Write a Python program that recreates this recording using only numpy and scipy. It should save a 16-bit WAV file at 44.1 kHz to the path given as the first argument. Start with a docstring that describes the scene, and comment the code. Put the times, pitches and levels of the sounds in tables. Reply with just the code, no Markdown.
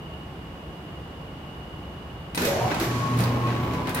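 """Ventilation hums in a workshop; then a pouch packaging machine is switched on near the stereo pair.
Contacts clack, and the motor runs up with a rising growl that sets the panels booming, then settles
into a low drone with a gear whine that sags under load. Levers and jaws clack against the steel frame,
valves let off short puffs of air, and the film hisses as it is drawn. A short ring of the room follows
the clacks and puffs; the bass sits in the centre and the treble spreads wide."""
import sys
import numpy as np
from scipy import signal
from scipy.fft import rfft, irfft
from scipy.io import wavfile

SR = 44100
rng = np.random.default_rng(int(sys.argv[2]) if len(sys.argv) > 2 else 0)


def generate_wav(sig):
    """Save sig (samples, or channels by samples) to the path in sys.argv[1] as 16-bit PCM at SR."""
    pcm = np.round(np.clip(np.atleast_2d(sig).T, -1, 1) * 32767).astype(np.int16)
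    wavfile.write(sys.argv[1], SR, pcm)


N = 176400
T = np.arange(N) / SR
START_S, START_RISE_S = 2.36, 0.032

# stereo width at the microphones: (frequency [Hz], side minus mid [dB])
STEREO_WIDTH = [(35, -28), (75, -20.5), (170, -20), (350, -12.5), (700, -7), (1400, 0.5), (2800, -0.6),
                (6000, 0.5)]


def from_db(db):
    """Decibels to gain."""
    return 10 ** (np.asarray(db) / 20)


def unit_rms(x):
    """Scale to unit power."""
    return x / np.sqrt(np.mean(x ** 2) + 1e-20)


def in_time(rows):
    """A control curve at every sample."""
    return np.interp(T, *np.transpose(rows))


def at_hz(points, hz):
    """Read a spectrum on a log-frequency axis."""
    freqs, levels = np.transpose(points)
    return np.interp(np.log(np.maximum(hz, 1)), np.log(freqs), levels)


def running(levels):
    """Gain of a machine layer: silent until switch-on, then on its level curve."""
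    return from_db(in_time(levels)) * np.clip((T - START_S) / START_RISE_S, 0, 1)


def swells(events):
    """Gain that rises and falls in a half sine for each event."""
    return sum(from_db(db) * np.sin(np.pi * np.clip((T - start) / length, 0, 1))
               for start, length, db in events)


def noise(gain_at, size=N):
    """Stereo noise of a given colour, alike at both microphones in the bass only; rms 1."""
    # lean of the stereo image: (frequency [Hz], left minus right [dB])
    balance = [(60, -0.1), (700, -1), (2400, 0), (5500, -4.5), (9500, 0.5), (14000, -6)]
    hz = np.arange(size // 2 + 1) * SR / size
    sides = np.array([[1], [-1]])
    width = from_db(at_hz(STEREO_WIDTH, hz))
    mid, side = rfft(rng.standard_normal((2, size)))
    pair = (mid + width * side * sides) / np.hypot(1, width)
    lean = from_db(sides * at_hz(balance, hz) / 2)
    return unit_rms(irfft(pair * lean * gain_at(hz), size))


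def coloured(spectrum, size=N):
    """Noise with a broad spectrum; rms 1."""
    return noise(lambda hz: from_db(at_hz(spectrum, hz)), size)


def whistle(centre_hz, width_hz):
    """Noise through a narrow resonance; rms 1."""
    return noise(lambda hz: 1 / (1 + ((hz - centre_hz) / width_hz) ** 2))


def wavering(phase, width_hz):
    """A partial whose strength and phase wander at random, narrow in stereo when low; rms 1."""
    hz = np.arange(N // 2 + 1) * SR / N
    drift = irfft(rfft(rng.standard_normal((4, N))) / (1 + (hz / width_hz) ** 2), N)
    mid = drift[0] * np.cos(phase) + drift[1] * np.sin(phase)
    side = drift[2] * np.cos(phase) + drift[3] * np.sin(phase)
    pitch_hz = np.gradient(phase) * SR / (2 * np.pi)
    width = from_db(at_hz(STEREO_WIDTH, pitch_hz))
    return unit_rms(mid + width * side * np.array([[1], [-1]]))


def ventilation():
    """Room tone all round the microphones: steady air noise and a few gently swelling fan tones."""
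    # air noise: (frequency [Hz], relative density [dB])
    air_spectrum = [(20, -31), (36, -14), (48, -11), (68, 1), (85, -3), (108, -7.5), (149, -2.5),
                    (230, -10.5), (310, -9.5), (450, -14.5), (750, -15.5), (1100, -19), (2100, -27),
                    (2700, -28.5), (3500, -31), (4100, -37), (4700, -37.5), (5600, -43.5), (7600, -46),
                    (10000, -47.5), (13000, -48), (16000, -52)]
    # fan tones: (frequency [Hz], width [Hz], level before the swell [dB])
    fan_tones = [(1096, 16, -58.5), (2888, 73, -52.5), (11400, 15, -79)]
    # swell of the fan tones: (time [s], gain [dB])
    fan_swell = [(0, 1), (.14, 4.5), (.3, -2.5), (1.3, 1.5), (1.7, 1.5), (2.3, 0)]
    tones = sum(from_db(db) * whistle(hz, width) for hz, width, db in fan_tones)
    return from_db(-38) * coloured(air_spectrum) + from_db(in_time(fan_swell)) * tones


def room(direct, t60_s=0.29, level_db=-5.5):
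    """The walls return a diffuse ring, starting 4 ms behind the direct sound."""
    t = T[:SR]
    tail = rng.standard_normal((2, SR)) * from_db(-60 * t / t60_s) * (t > .004)
    tail /= np.sqrt(np.sum(tail ** 2, axis=1, keepdims=True))
    return direct + from_db(level_db) * signal.fftconvolve(direct, tail, axes=1)[:, :N]


def film():
    """Film hisses over the former; now and then a slide squeals thinly."""
    # sliding film: (frequency [Hz], relative density [dB])
    hiss_spectrum = [(500, -3.5), (1500, 8.5), (3000, 0.5), (5000, -2.5), (6800, -4), (8000, -11.5),
                     (12500, -11.5), (16000, -24)]
    # draw of the film: (time [s], level [dB])
    hiss_level = [(2.36, -33), (2.5, -32), (2.7, -37.5), (2.96, -36), (3.12, -41), (3.28, -42.5),
                  (3.39, -53), (3.49, -44.5), (3.68, -57), (3.74, -43), (3.84, -59), (4.0, -39)]
    # squeals of the slide: (start [s], length [s], peak level [dB])
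    squeals = [(2.6, .15, -55), (3.2, .3, -58), (3.54, 0.22, -56)]
    hiss = running(hiss_level) * coloured(hiss_spectrum)
    return hiss + swells(squeals) * whistle(14200, width_hz=240)


def jaw_scrapes():
    """The jaws scrape grittily on their guides; each stroke swells and fades."""
    # jaw strokes: (start [s], length [s], peak level [dB])
    strokes = [(2.699, 0.036, -28.5), (2.794, 0.07, -34), (3.172, 0.07, -37.5), (3.456, 0.11, -37.5),
               (3.546, 0.037, -45), (3.86, 0.07, -35), (3.94, 0.096, -30.5)]
    # friction on the guides: (frequency [Hz], relative density [dB])
    grit_spectrum = [(300, -11), (900, -1.5), (1300, 2.5), (1900, 2), (2700, -5), (4000, -9), (8000, -28),
                     (16000, -30)]
    return swells(strokes) * coloured(grit_spectrum)


def valve_puffs(t60_s=0.22):
    """Valves open, hold and let the air die away."""
    # valve openings: (start [s], rise [s], hold [s], level [dB])
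    openings = [(2.368, .01, 0.035, -35.5), (2.422, 0.029, 0.034, -32.5), (2.8, .004, 0.04, -35),
                (3.18, .02, 0.023, -39), (3.957, .012, 0.038, -46)]
    # escaping air: (frequency [Hz], relative density [dB])
    jet_spectrum = [(800, 1), (2000, 2), (4000, 1.5), (6500, -1.5), (8500, -5), (10500, -10), (12000, 3),
                    (14000, -5.5), (16000, -32)]
    flow = 0
    for start, rise, hold, db in openings:
        fading_s = np.maximum(T - start - rise - hold, 0)
        flow += np.clip((T - start) / rise, 0, 1) * from_db(db - 60 * fading_s / t60_s)
    return flow * coloured(jet_spectrum)


def pings(t60_s=0.046):
    """Small hard parts ring briefly, each in its own tight cluster of modes."""
    # struck parts: (time [s], pitch [Hz], level [dB])
    strikes = [(2.3555, 9060, -29.5), (3.186, 9440, -36), (3.204, 9550, -34), (3.2374, 4720, -30),
               (3.9454, 9090, -28.5)]
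    out = 0
    for start, hz, db in strikes:
        decay = (T >= start) * from_db(db - 60 * np.maximum(T - start, 0) / t60_s)
        out += decay * whistle(hz, width_hz=220)
    return out


def frame_rumble(knocks_per_s=70, rattle_db=-13):
    """The frame rumbles and loose parts rattle in it."""
    # shaking frame: (frequency [Hz], relative density [dB])
    rumble_spectrum = [(25, -47), (50, -7), (80, -1.5), (125, 2.5), (180, 0.5), (290, -2.5), (500, -6.5),
                       (800, -10), (1150, -10), (1500, -17), (2600, -21), (4000, -28), (8000, -39),
                       (16000, -42.5)]
    # strength of the shaking: (time [s], level [dB])
    rumble_level = [(2.36, -27.5), (2.45, -33), (2.7, -30.5), (2.83, -29.5), (2.92, -30.5), (3.12, -31.5),
                    (3.22, -26), (3.4, -28.5), (3.65, -29.5), (3.82, -30), (4.0, -31.5)]
    # one knock of a loose part: (frequency [Hz], relative density [dB])
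    knock_spectrum = [(200, 6.5), (600, -3), (2500, -3), (5000, -22.5), (16000, -46)]
    impacts = (rng.random(N) < knocks_per_s / SR) * rng.uniform(0.82, 1, N)
    softened = signal.sosfilt(signal.butter(2, 3600, fs=SR, output="sos"), impacts)
    knock = coloured(knock_spectrum, size=4096) * from_db(-60 * T[:4096] / 0.01)
    rattle = unit_rms(signal.fftconvolve(softened[None], knock, axes=1)[:, :N])
    return running(rumble_level) * (coloured(rumble_spectrum) + from_db(rattle_db) * rattle)


def frame_thumps(rise_s=0.01, t60_s=0.3):
    """Dull knocks swell briefly and die in the frame, dead centre between the microphones."""
    # low knocks: (time [s], pitch [Hz], level the decay starts from [dB])
    knocks = [(2.371, 181, -23), (2.405, 245, -23), (2.803, 333, -20), (2.81, 388, -27.5), (3.18, 180, -28),
              (3.23, 232.7, -35), (3.73, 169.8, -27.5)]
    out = 0
    for start, hz, db in knocks:
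        age = np.maximum(T - start, 0)
        envelope = np.minimum(age / rise_s, 1) * from_db(db - 60 * age / t60_s)
        out += envelope * np.sin(2 * np.pi * hz * age)
    return out


def clacks(crack_s=0.0037, body_t60_s=0.084, tilt_from_hz=1740):
    """Each contact is a short crack, a noisy body and the ring of steel; some are dull, some bright."""
    # contacts: (time [s], level [dB], treble tilt [dB per decade], left minus right [dB])
    contacts = [(2.3479, -27.5, 4, 4), (2.3549, -34, 11, -2), (2.3762, -20.5, -5, -0.5),
                (2.4192, -25.5, 4, 4), (2.452, -24, 9, 2), (2.716, -24.5, -34, -1), (2.7449, -28.5, -7, 2),
                (2.799, -27, 9, 3), (3.1732, -39, 19, 12), (3.1904, -33, 8, 4), (3.2046, -30.5, 12, 3),
                (3.2384, -31.5, 5, -4), (3.4724, -31.5, -22, 3.5), (3.5644, -30, -49, 1),
                (3.7358, -37, 0, 4), (3.8716, -31.5, -5, 7), (3.885, -37, -12, 1), (3.8934, -32.5, 14, 5),
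                (3.9469, -24, 29, 3)]
    # impact noise before the tilt: (frequency [Hz], relative density [dB])
    impact_spectrum = [(100, -22), (300, 9), (900, -8), (1400, -6.5), (2400, -7), (4000, -4.5),
                       (7000, -13.5), (12000, -15), (16000, -17)]
    # modes of the steel levers: (frequency [Hz], relative level [dB], T60 [s])
    lever_modes = [(950, -8.5, 0.072), (1550, -14.5, 0.23), (1983, -14.5, 0.21), (2506, -13, 0.14),
                   (3900, -18, 0.13)]
    out, t = np.zeros((2, N + SR)), T[:16384]
    envelope = from_db(-2.5) * np.exp(-t / crack_s) + from_db(-5.5 - 60 * t / body_t60_s)
    for start, db, tilt_db, pan_db in contacts:
        def colour(hz):
            treble_db = tilt_db * np.log10(np.maximum(hz / tilt_from_hz, 1))
            return from_db(at_hz(impact_spectrum, hz) + treble_db)
        hit = envelope * noise(colour, size=len(t))
        for mode_hz, mode_db, t60 in lever_modes:
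            strike_db = rng.normal(0, 2.5, (2, 1))
            ring = np.sin(2 * np.pi * (mode_hz * t + rng.random((2, 1))))
            hit += from_db(mode_db + strike_db - 60 * t / t60) * ring
        i = int(start * SR)
        out[:, i:i + len(t)] += hit * from_db(db + np.array([[pan_db], [-pan_db]]) / 2)
    return out[:, :N]


def drive_whine(pitch_hz=1003):
    """A clean tone of the drive, steady in pitch, that comes up as the jaws travel."""
    # rise of the tone: (time [s], level [dB])
    tone_level = [(3.5, -58), (3.68, -41.5)]
    return running(tone_level) * np.sqrt(2) * np.sin(2 * np.pi * pitch_hz * T)


def magnetic_drone(hum_hz=119.95):
    """The motor hums through the frame at twice the mains rate, louder under load."""
    # strength of the hum: (time [s], level [dB])
    hum_level = [(2.36, -59), (2.56, -53), (2.64, -26.5), (2.72, -49), (2.96, -30.5), (3.08, -32),
                 (3.2, -24), (3.32, -29.5), (3.54, -29), (3.7, -30), (3.8, -47), (4.0, -34.5)]
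    # hum partials: (multiple of hum_hz, relative level [dB], roughness [ratio])
    partials = [(1, 1, 0.26), (2, -11, 0.52)]
    phase = 2 * np.pi * hum_hz * T
    hum = sum(from_db(db) * (np.sqrt(2) * np.sin(k * phase) + rough * wavering(k * phase, width_hz=25))
              for k, db, rough in partials)
    return running(hum_level) * hum


def panel_booms(mesh_hz, catch_hz=44.8, t60_s=.5):
    """Each panel booms as the gear mesh rate sweeps through its resonance."""
    # panel resonances: (frequency [Hz], level under sustained drive [dB])
    panels = [(236, -37), (376, -32), (445, -28), (565, -21.5), (690, -31), (745, -27), (846, -31)]
    decay = from_db(-60 / (t60_s * SR))
    out = 0
    for hz, db in panels:
        drive = (T > START_S) / (1 + ((mesh_hz - hz) / catch_hz) ** 2)
        envelope = signal.lfilter([1 - decay], [1, -decay], drive)
        out += from_db(db) * envelope * wavering(2 * np.pi * hz * T, width_hz=9.8)
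    return out


def run_up_growl(mesh_phase):
    """Rough bands climb with the motor and fade as it reaches speed."""
    # strength of the growl: (time [s], level [dB])
    growl_level = [(2.36, -61), (2.42, -30.5), (2.5, -29), (2.64, -27.5), (2.72, -33.5), (2.85, -39),
                   (3.0, -65)]
    # growl bands: (multiple of the mesh rate, width [Hz], relative level [dB])
    bands = [(.62, 70, -8), (.85, 60, -7.5), (1.0, 50, -3.5), (1.3, 109, -7.5)]
    growl = sum(from_db(db) * wavering(k * mesh_phase, width) for k, width, db in bands)
    return running(growl_level) * growl


def gear_whine(mesh_hz, mesh_phase, width_hz=10.3, left_lead_rad=0.99):
    """Meshing teeth sing a slightly rough tone; further partials grow with the square of the speed."""
    # strength of the mesh tone: (time [s], level [dB])
    whine_level = [(2.36, -57), (2.5, -40), (2.7, -43), (2.99, -40.5), (3.035, -29.5), (3.13, -33.5),
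                   (3.18, -35.5), (3.3, -37.5), (3.41, -40), (3.455, -27.5), (3.51, -38), (3.7, -41.5),
                   (4.0, -49)]
    # further gear partials: (multiple of the mesh rate, level at top speed [dB])
    gear_partials = [(.235, -39.5), (0.314, -46), (.55, -50.5), (.775, -49.5), (.898, -47), (1.105, -60)]
    tone = np.sqrt(2) * np.sin(mesh_phase + np.array([[left_lead_rad], [0]]))
    whine = tone + .3 * wavering(mesh_phase, width_hz)
    partials = sum(from_db(db) * (np.sin(k * mesh_phase) + 0.95 * wavering(k * mesh_phase, width_hz))
                   for k, db in gear_partials)
    speed_gain = (T > START_S) * (mesh_hz / mesh_hz.max()) ** 2
    return running(whine_level) * whine + speed_gain * partials


def motor():
    """The motor runs up and sags under load; growl, booms and gear whine follow its speed."""
    # motor speed: (time [s], gear mesh rate [Hz])
    speed = [(2.36, 150), (2.42, 375), (2.49, 574.8), (2.58, 650), (2.68, 790), (2.79, 1069), (2.85, 1134),
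             (3.03, 1098), (3.14, 1099), (3.3, 1067), (3.45, 1088), (3.6, 1116), (3.8, 1120), (4.0, 1111)]
    mesh_hz = in_time(speed)
    mesh_phase = 2 * np.pi * np.cumsum(mesh_hz) / SR
    gears = run_up_growl(mesh_phase) + panel_booms(mesh_hz) + gear_whine(mesh_hz, mesh_phase)
    return gears + drive_whine() + magnetic_drone()


def scene():
    """The machine close by, over the room tone; clacks, pings and puffs ring in the workshop."""
    direct = motor() + ventilation() + frame_rumble() + frame_thumps() + film() + jaw_scrapes()
    return direct + room(clacks() + pings() + valve_puffs())


def record(dry, cutoff_hz=15800):
    """A steep low-pass behind the microphones cuts the highest treble."""
    return signal.sosfilt(signal.ellip(10, .2, 70, cutoff_hz, fs=SR, output="sos"), dry)


dry = scene()
out = record(dry)
generate_wav(out)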